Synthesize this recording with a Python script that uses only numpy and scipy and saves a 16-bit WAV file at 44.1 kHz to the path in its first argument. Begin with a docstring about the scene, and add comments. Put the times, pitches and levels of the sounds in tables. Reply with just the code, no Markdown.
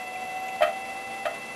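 """A small coil winder is already running on a workbench: its stepper motor sings at multiples of the step
rate and throbs with each turn, while a thin whistle warbles over a hum and the whirr of the bearings.
The spindle whine swells and creeps upward, and the wire ticks lightly now and then as it settles.
At 0.6 s the mechanism knocks against its frame and the room answers briefly. A softer knock follows
at 1.25 s; then the whine fades and the motor runs on."""
import sys
import numpy as np
from scipy import signal
from scipy.fft import rfft, irfft
from scipy.io import wavfile

SR = 44100
rng = np.random.default_rng(int(sys.argv[2]) if len(sys.argv) > 2 else 0)


def transcribe(signal):
    """Save signal, clipped to [-1, 1], as a 16-bit WAV file at the path in sys.argv[1]."""
    frames = np.atleast_2d(signal).T
    limited = np.clip(frames, -1, 1)
    pcm = np.round(limited * 32767).astype(np.int16)
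    wavfile.write(sys.argv[1], SR, pcm)


N = 68355
T = np.arange(N) / SR

# stepper harmonics: multiple of the step rate
STEP_HARMONICS = [2, 4, 5, 7, 9, 11]
# strength of each of those harmonics: level/dB
STEP_LEVELS = [-56, -43.5, -58, -65.5, -66, -66.5]
# glide and fade of the spindle whine: t/s, f/Hz, level/dB
SPINDLE_WHINE = [(0, 742, -41), (.1, 744, -41.5), (.2, 748, -37), (.35, 753, -34), (.56, 762, -36),
                 (.75, 768, -36), (.95, 774, -40), (1.22, 782, -38.5), (1.33, 786, -45), (1.55, 787, -51)]
# contacts of the two knocks: t/s, body modes/dB, upper modes/dB, upper tilt/(dB per octave),
# clatter/dB, clatter decay/s
KNOCK_CONTACTS = [(0.607, -17, -23, -3, -36, 0.0098), (0.6184, -19, -17.5, -3, -21, 0.019),
                  (.6266, -26, -11.5, 4.5, -23.5, 0.014), (0.6392, -23.5, -21.5, -9, -39, 0.0082),
                  (1.2531, -22.5, -20, 1.5, -25.5, 0.011), (1.258, -35.5, -26.5, -9.5, -31, 0.014)]
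# ringing modes of the frame: f/Hz, relative level/dB, t60/s
FRAME_MODES = [(632, -10.5, 0.21), (620.7, 0.5, 0.16), (684.7, 5, 0.12), (753.4, -1, 0.14),
               (872, -11.5, 0.071), (1188, -10, 0.072), (1262, -11.5, 0.11), (1368, -15, 0.12),
               (1404, -16.5, 0.2), (1885, -5.5, 0.048), (2370, -11, 0.046), (2577, -12.5, 0.054),
               (3070, -17, 0.067), (3129, -13, 0.07)]
# colour of the clatter: f/Hz, relative level/dB
CLATTER_SPECTRUM = [(60, -5), (110, -19), (200, 1.5), (500, -4), (620, 9), (740, 10), (1000, -12),
                    (1300, 16.5), (1550, 7), (1850, 13), (2200, 3), (3150, -4), (3600, -2), (6000, -19),
                    (12000, -16.5)]
# ticks of the wire: t/s, level/dB, centre f/Hz, width/Hz
WIRE_TICKS = [(.157, -42, 2450, 396), (.482, -45, 6860, 1500), (0.486, -33.5, 2580, 500),
              (0.894, -55, 7250, 1490), (1.165, -60, 7200, 1500), (1.344, -66, 9000, 4000)]
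# drifting centre of the whistle: t/s, f/Hz
WHISTLE_PITCH = [(0, 11500), (.2, 10900), (.42, 11700), (.7, 11200), (.9, 10300), (1.22, 10800),
                 (1.55, 10100)]
# hum of the drive and frame: f/Hz, level/dB, unsteadiness (0 pure tone, 1 all noise)
HUM_TONES = [(227.9, -58, 0.4), (499.5, -51, 0.29), (576.5, -53, 0.26), (683, -51.5, 1), (749, -56, 1),
             (1008.5, -57.5, 0), (1097, -57.5, 0.92), (1360, -62.5, 0.7)]
# colour of the bearing whirr: f/Hz, relative level/dB
WHIRR_SPECTRUM = [(25, -21.5), (100, -13), (185, -10), (234, -5), (425, -5.5), (540, -9.5), (690, 0.5),
                  (850, -6), (1230, -11), (1870, -12.5), (2050, -7.5), (2550, -13), (2850, -15),
                  (3400, -15.5), (5000, -20), (8000, -23), (11200, -24), (12500, -26.5)]


def stepper(step_hz=666.7, steps_per_turn=50, flutter_db=.35):
    """Step harmonics throb once and twice a shaft turn; a cogging tone on top swells once a turn."""
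    turn_hz = step_hz / steps_per_turn
    angle = 2 * np.pi * turn_hz * (T - .071)
    throb = 1 + .22 * np.cos(angle) + .16 * np.cos(2 * angle)
    harmonics = sum(tone(k * step_hz) * undb(db + flutter_db * wander(43))
                    for k, db in zip(STEP_HARMONICS, STEP_LEVELS))
    swell = 1 + .4 * np.cos(2 * np.pi * turn_hz * (T - .015))
    cogging = tone(151 * turn_hz) * undb(-44 + flutter_db * wander(33))
    return throb * harmonics + swell * cogging


def spindle(flutter_db=1.5):
    """The spindle's whine creeps up in pitch as it swells, holds and fades."""
    level_db = curve(SPINDLE_WHINE, column=2) + flutter_db * wander(31)
    return tone(curve(SPINDLE_WHINE)) * undb(level_db)


def knocks(upper_from_hz=1000, tilt_pivot_hz=1800):
    """The mechanism hits its frame: each contact rings the frame's modes and adds a noisy clatter."""
    ring, clatter = np.zeros(N), np.zeros(N)
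    for start, body_db, upper_db, tilt, clatter_db, clatter_decay in KNOCK_CONTACTS:
        for hz, db, t60 in FRAME_MODES:
            if hz < upper_from_hz:
                drive_db, attack = body_db, .0033
            else:
                drive_db, attack = upper_db + tilt * np.log2(hz / tilt_pivot_hz), .0044
            envelope = burst(start, attack, t60 / np.log(1000))
            ring += undb(drive_db + db) * envelope * np.sin(2 * np.pi * hz * (T - start))
        clatter += undb(clatter_db) * coloured(CLATTER_SPECTRUM) * burst(start, .0024, clatter_decay)
    low_cut = signal.butter(6, 540, "high", fs=SR, output="sos")
    return clatter + signal.sosfilt(low_cut, ring)


def wire_ticks(attack_s=.00021, decay_s=.0088):
    """The wire settles on the coil with light ticks, each a snap of narrow-band noise."""
    return sum(undb(db) * burst(start, attack_s, decay_s) * band(hz, width / 2)
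               for start, db, hz, width in WIRE_TICKS)


def whistle(warble_hz=28.44, swing_hz=663):
    """A thin, airy whistle with an uneven warble, loudest where its pitch dips."""
    rate_hz = warble_hz * (1 + .14 * wander(20))
    angle = 2 * np.pi * np.cumsum(rate_hz) / SR
    warble = np.cos(angle) + .3 * np.cos(2 * angle)
    drift_hz, blur_hz = 348 * wander(25), 200 * wander(900)
    hz = curve(WHISTLE_PITCH) + swing_hz * warble + drift_hz + blur_hz
    level_db = -61 - 4.5 * np.cos(angle) + 2.5 * wander(76)
    return undb(level_db) * tone(hz)


def hum(half_width_hz=22.6):
    """The drive and frame hum: a bed of tones, made unsteady by blending in narrow noise."""
    out = np.zeros(N)
    for hz, db, unsteady in HUM_TONES:
        blur = band(hz, half_width_hz)
        out += undb(db) * (np.sqrt(1 - unsteady ** 2) * tone(hz) + unsteady * blur)
    return out


def bearings(level_db=-43, flicker_db=.99):
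    """The bearings lay a broad, slightly flickering whirr under everything."""
    return coloured(WHIRR_SPECTRUM) * undb(level_db + flicker_db * wander(28))


def room(sound, wet_db=-10, t60_s=.3):
    """The sound plus the room's answer, a short tail of diffuse reflections."""
    tail = rng.standard_normal(N) * burst(0, .013, t60_s / np.log(1000))
    return sound + undb(wet_db) * signal.fftconvolve(sound, unit(tail) / np.sqrt(N))[:N]


def undb(db):
    """Decibels to gain."""
    return 10 ** (np.asarray(db) / 20)


def unit(x):
    """Scale to rms 1."""
    return x / np.sqrt(np.mean(x ** 2))


def curve(rows, column=1):
    """One column of a table, joined by straight lines in time."""
    rows = np.array(rows)
    return np.interp(T, rows[:, 0], rows[:, column])


def noise(gain):
    """Noise of rms 1 whose spectrum is shaped by gain(f)."""
    f = np.arange(N + 1) * SR / (2 * N)
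    white = rfft(rng.standard_normal(2 * N))
    return unit(irfft(white * gain(np.maximum(f, 1)))[:N])


def coloured(points):
    """Noise of rms 1 through an EQ curve of f/Hz, level/dB points."""
    hz, db = np.array(points).T
    return noise(lambda f: undb(np.interp(np.log(f), np.log(hz), db)))


def band(hz, half_width_hz):
    """Noise of rms 1 gathered around one pitch."""
    return noise(lambda f: 1 / (1 + ((f - hz) / half_width_hz) ** 2))


def wander(rate_hz):
    """Smooth random modulation of rms 1, rolling off above rate_hz."""
    return noise(lambda f: np.exp(-(f / rate_hz) ** 2))


def tone(hz):
    """A sine of rms 1 on a steady or moving pitch."""
    cycles = np.cumsum(hz * np.ones(N)) / SR
    return np.sqrt(2) * np.sin(2 * np.pi * (cycles + rng.random()))


def burst(start, attack, decay):
    """A percussive envelope: quick rise, exponential fall, times in seconds."""
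    age = np.maximum(T - start, 0)
    return (1 - np.exp(-age / attack)) * np.exp(-age / decay)


def scene():
    """The whole winder, close up and mono; only the knocks get the room."""
    running = stepper() + spindle() + hum() + bearings() + whistle()
    return (running + room(knocks()) + wire_ticks())[None]


def record(dry, top_hz=12400):
    """A steep high cut takes off the very top."""
    return signal.sosfilt(signal.ellip(8, .2, 70, top_hz, fs=SR, output="sos"), dry)


dry = scene()
out = record(dry)
transcribe(out)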